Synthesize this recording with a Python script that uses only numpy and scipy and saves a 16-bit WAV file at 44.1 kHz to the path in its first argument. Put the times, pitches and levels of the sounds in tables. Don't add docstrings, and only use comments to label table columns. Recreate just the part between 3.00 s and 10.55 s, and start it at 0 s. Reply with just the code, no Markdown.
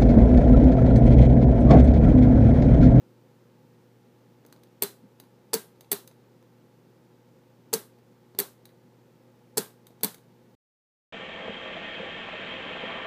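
import sys
import numpy as np
from scipy import signal
from scipy.fft import rfft, irfft
from scipy.io import wavfile

SR = 44100
rng = np.random.default_rng(int(sys.argv[2]) if len(sys.argv) > 2 else 0)


def master_out(mix):
    frames = np.transpose(np.atleast_2d(mix))
    ceiling = np.clip(frames, -1, 1)
    pcm = np.round(ceiling * 32767).astype(np.int16)
    wavfile.write(sys.argv[1], SR, pcm)


N = 333011
AGE = np.arange(int(.4 * SR)) / SR
FORWARD, BACK = 0, 1


# (time [s], level [dB], turn [FORWARD or BACK], case pitch [Hz],
# extra rocking of a loosely held lock [dB])
LEVER_SNAPS = [(1.8221, -10.5, FORWARD, 403, -2), (2.5397, -13, BACK, 442, 4),
               (2.9162, -10.5, FORWARD, 406, -1), (4.7371, -13, BACK, 441, 3.5),
               (5.3884, -10, FORWARD, 406.5, -1), (6.5789, -13, BACK, 428, 4),
               (7.033, -10, FORWARD, 428, 6.5)]
# (delay [s], level [dB], brightness [dB per octave])
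LEVER_HITS = [
    [(-.003, -33.5, -7), (0, -5, 5), (.0015, -11, -1.5), (.0052, -11.5, -1.5)],
    [(-.0080, -16.5, -10), (-.0056, -5, 0), (-.0032, -13, -0.5), (0, -2.5, 0.5), (.0010, -2, 1)],
]
# (delay [s], level [dB])
LEVER_BOUNCE = [(.0121, -9), (.0085, -11.5)]

def lever(steel_db=-3.0, room_db=(6.5, 5.7), bounce_per_rocking=.3):
    out = np.zeros(N)
    for time, snap_db, turn, _, rocking_db in LEVER_SNAPS:
        bounce_s, bounce_db = LEVER_BOUNCE[turn]
        bounce = (bounce_s, bounce_db + bounce_per_rocking * rocking_db, 0)
        for delay, level_db, bright_db in LEVER_HITS[turn] + [bounce]:
            hit = clash(turn, bright_db) + from_db(steel_db) * steel_ring(turn)
            echo = from_db(room_db[turn]) * room_echo()
            add(out, time + delay, from_db(snap_db + level_db) * (hit + echo))
    return out


# (frequency [Hz], level [dB])
CLASH_TONE = [
    [(100, -26), (600, -8), (900, -6), (1350, -20.5), (1900, -6), (2900, -12.5), (4400, -6), (5600, -14),
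     (7100, -14.5), (8200, 0), (10000, -6), (12500, -0.5), (13400, 6), (15300, -8)],
    [(60, -35.5), (150, -20.5), (650, -10), (880, -0.5), (1500, -14), (1950, -9.5), (3000, -15.5),
     (4500, -3), (5300, -7.5), (7100, -6.5), (8200, 0), (9300, -7), (12300, -5.5), (14000, -6), (15300, -1)],
]

def clash(turn, bright_db, crack_s=.013, rattle_s=.068, rattle_db=-13.5):
    fade = decay(crack_s) + from_db(rattle_db) * decay(rattle_s)
    return noise(CLASH_TONE[turn], len(AGE), bright_db) * fade


# (pitch [Hz], forward level [dB], back level [dB], fade time [s])
STEEL_NOTES = [(1620, -35.5, -27.5, .04), (3520, -24.5, -34, 0.038), (4520, -10, -9.5, 0.036),
               (6300, -17, -13, 0.042), (7590, -33, -16, 0.025), (7950, -14.5, -14, 0.02),
               (10940, -4.5, -20, .02), (10870, -29.5, -5, 0.025), (12800, -18, -34, .02),
               (12960, -16, -26, .022), (13200, -17, -40, .022), (13800, -20, -20.5, .022),
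               (15700, -17, -21, .018)]

def steel_ring(turn):
    shifts = rng.normal(1, .01, len(STEEL_NOTES))
    return sum(ring(hz * shift, levels_db[turn], fade_s, phase=rng.uniform(0, 2 * np.pi))
               for shift, (hz, *levels_db, fade_s) in zip(shifts, STEEL_NOTES))


# (delay [s], rough gap [s], rise time [s], first level [dB], second level [dB])
CASE_BLOWS = [(-.003, .0128, 0.0078, -11.5, -17), (-.0075, .007, 0.0048, -13.5, -5)]

def thumps(table_db=(-17.5, -16), thud_early_s=.0025, damping_per_rocking=.52):
    out = np.zeros(N)
    for time, snap_db, turn, pitch_hz, rocking_db in LEVER_SNAPS:
        first_blow_s, gap_s, rise_s, first_db, second_db = CASE_BLOWS[turn]
        knock = from_db(snap_db - damping_per_rocking * rocking_db) * case_knock(pitch_hz, rise_s)
        second_blow_s = first_blow_s + np.round(gap_s * pitch_hz) / pitch_hz
        add(out, time + first_blow_s, from_db(first_db) * knock)
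        add(out, time + second_blow_s, from_db(second_db) * knock)
        add(out, time - thud_early_s, from_db(snap_db + table_db[turn] + rocking_db) * table_thud())
    return out


# (pitch [times the case pitch], level [dB], fade time [s])
CASE_NOTES = [(.905, -4, .09), (1.0, 7.5, .054), (1.09, -10, .09), (1.39, -27.5, 0.087),
              (1.879, -28.5, 0.088), (2.15, -20.5, .11)]

def case_knock(pitch_hz, rise_s):
    notes = sum(ring(pitch_hz * ratio, level_db, fade_s) for ratio, level_db, fade_s in CASE_NOTES)
    return swell(rise_s) * notes


# (pitch [Hz], level [dB], fade time [s])
WOOD_NOTES = [(174.3, -6, 0.15), (213.6, 0, 0.098), (276, -8, 0.12)]

def table_thud(rise_s=.0089):
    return swell(rise_s) * sum(ring(*note) for note in WOOD_NOTES)


# (pitch [Hz], forward level [dB], back level [dB], fade time [s])
FREE_PART_NOTES = [(1590, -40.5, -31.5, 0.2315), (3474, -29, -35, .11), (3880, -36.5, -43, .22),
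                   (4070, -37, -43, .22)]

def free_part(spread_db=2.5):
    out = np.zeros(N)
    for time, snap_db, turn, *_ in LEVER_SNAPS:
        for hz, *levels_db, fade_s in FREE_PART_NOTES:
            level_db = rng.normal(snap_db + levels_db[turn], spread_db)
            add(out, time, ring(hz, level_db, fade_s))
    return out


# (time [s], level
# [dB], brightness [dB per octave])
LOOSE_TOUCHES = [(1.449, -49.5, -5), (1.463, -50.5, 4), (1.525, -45.5, -1.5), (1.6339, -52.5, -1.5),
                 (2.1992, -43, -0.2), (2.808, -45.5, -0.5), (3.075, -42, 0.5), (5.3483, -43.5, -6.5),
                 (5.654, -45, 0), (6.868, -46.5, 0.5), (7.0088, -50, -3), (7.144, -42, -0.5)]

def loose_parts(settle_s=.037, settle_db=-10.5, soft_bright_db=-4.5, turning_s=(1.5, 7.2)):
    out = np.zeros(N)
    settling = [(time + settle_s, level_db + settle_db, soft_bright_db)
                for time, level_db, _ in LOOSE_TOUCHES]
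    faint = [(rng.uniform(*turning_s), rng.normal(-58, 1), soft_bright_db) for _ in range(6)]
    for time, level_db, bright_db in LOOSE_TOUCHES + settling + faint:
        add(out, time, from_db(level_db) * tick(bright_db))
    return out


# (frequency [Hz], level [dB])
TICK_TONE = [(100, -13.5), (400, 0), (1000, -5), (1500, -5), (3200, -6.5), (3800, 1.5), (4800, -2.5),
             (5500, -12.5), (6350, 0.5), (7000, -8.5), (10000, -4.5), (12400, -4.5), (13100, -2),
             (15000, -3)]

def tick(bright_db, click_s=.012, tail_s=.06, tail_db=-13.5, boost_db=4.5):
    fade = swell(rise_s=.0007) * (decay(click_s) + from_db(tail_db) * decay(tail_s))
    return from_db(boost_db) * noise(TICK_TONE, len(AGE), bright_db) * fade


# (time [s], level [dB])
LOCK_BUMPS = [(2.024, -38), (5.091, -42.5)]

def rocking():
    out = np.zeros(N)
    for time, level_db in LOCK_BUMPS:
        add(out, time, from_db(level_db) * table_thud())
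    return out


# (frequency [Hz], level [dB])
ROOM_TONE = [(60, -11.5), (160, 2.5), (450, 5), (650, 4), (1000, 5), (1600, 3), (2400, -3.5), (4000, 1.5),
             (5500, -2.5), (7000, -2), (8200, 0.5), (11000, 0.5), (13400, 2), (15300, -4.5)]

def room_echo(rise_s=.007, fade_s=.25):
    echo = noise(ROOM_TONE, len(AGE)) * swell(rise_s) * decay(fade_s)
    return echo / np.linalg.norm(echo)


# (frequency [Hz], level [dB])
FAN_TONE = [(30, -25.5), (80, -17), (105, -12.5), (150, 1), (230, -2.5), (400, -4.5), (540, -11.5),
            (660, -15.5), (950, -17), (1300, -19.5), (2500, -25.5), (5000, -29.5), (10000, -36.5),
            (14000, -33)]
# (pitch [Hz], width [Hz], level [dB])
FAN_NOTES = [(295, 25, -86), (519, 16, -70), (841.4, 20, -75.5), (915, 20, -80)]

def fan(rush_db=-61):
    out = from_db(rush_db) * noise(FAN_TONE, N)
    for hz, width_hz, level_db in FAN_NOTES:
        narrow_filter = signal.iirpeak(hz, hz / width_hz, fs=SR)
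        note = signal.lfilter(*narrow_filter, rng.standard_normal(N))
        out += from_db(level_db) * note / np.std(note)
    return out


# (pitch [Hz], level [dB])
HUM_NOTES = [(120, -64), (240, -68), (360, -70), (480, -71.5)]

def mains_hum():
    time = np.arange(N) / SR
    return sum(from_db(level_db) * np.sqrt(2) * np.sin(2 * np.pi * (hz * time + rng.random()))
               for hz, level_db in HUM_NOTES)


def from_db(db):
    return 10 ** (np.asarray(db) / 20)


def add(out, time, sound):
    start = round(time * SR)
    out[start:start + len(sound)] += sound[:len(out) - start]


def noise(tone, size, bright_db=0.0):
    hz, level_db = np.transpose(tone)
    tilted_db = level_db + bright_db * np.log2(hz / hz[-1])
    octaves = np.log2(np.maximum(np.fft.rfftfreq(size, 1 / SR), 1))
    shape = from_db(np.interp(octaves, np.log2(hz), tilted_db))
    hiss = irfft(rfft(rng.standard_normal(size)) * shape, size)
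    return hiss / np.std(hiss)


def decay(fade_s):
    return from_db(-60 * AGE / fade_s)


def swell(rise_s):
    return 1 - np.exp(-(AGE / rise_s) ** 2)


def ring(hz, level_db, fade_s, phase=0.0):
    return from_db(level_db) * decay(fade_s) * np.sin(2 * np.pi * hz * AGE + phase)


def scene(thump_echo_db=-18.0, small_echo_db=-11.5, bass_cut_hz=115):
    snaps, knocks = lever(), thumps()
    small_sounds = loose_parts() + rocking()
    to_walls = from_db(thump_echo_db) * knocks + from_db(small_echo_db) * small_sounds
    lock = snaps + knocks + free_part() + small_sounds
    lock += signal.fftconvolve(to_walls, room_echo())[:N]
    lock = signal.sosfilt(signal.butter(3, bass_cut_hz, "high", fs=SR, output="sos"), lock)
    return (lock + fan() + mains_hum())[None]


def record(dry, cutoff_hz=15400):
    return signal.sosfilt(signal.ellip(12, .1, 80, cutoff_hz, fs=SR, output="sos"), dry)


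dry = scene()
out = record(dry)
master_out(out)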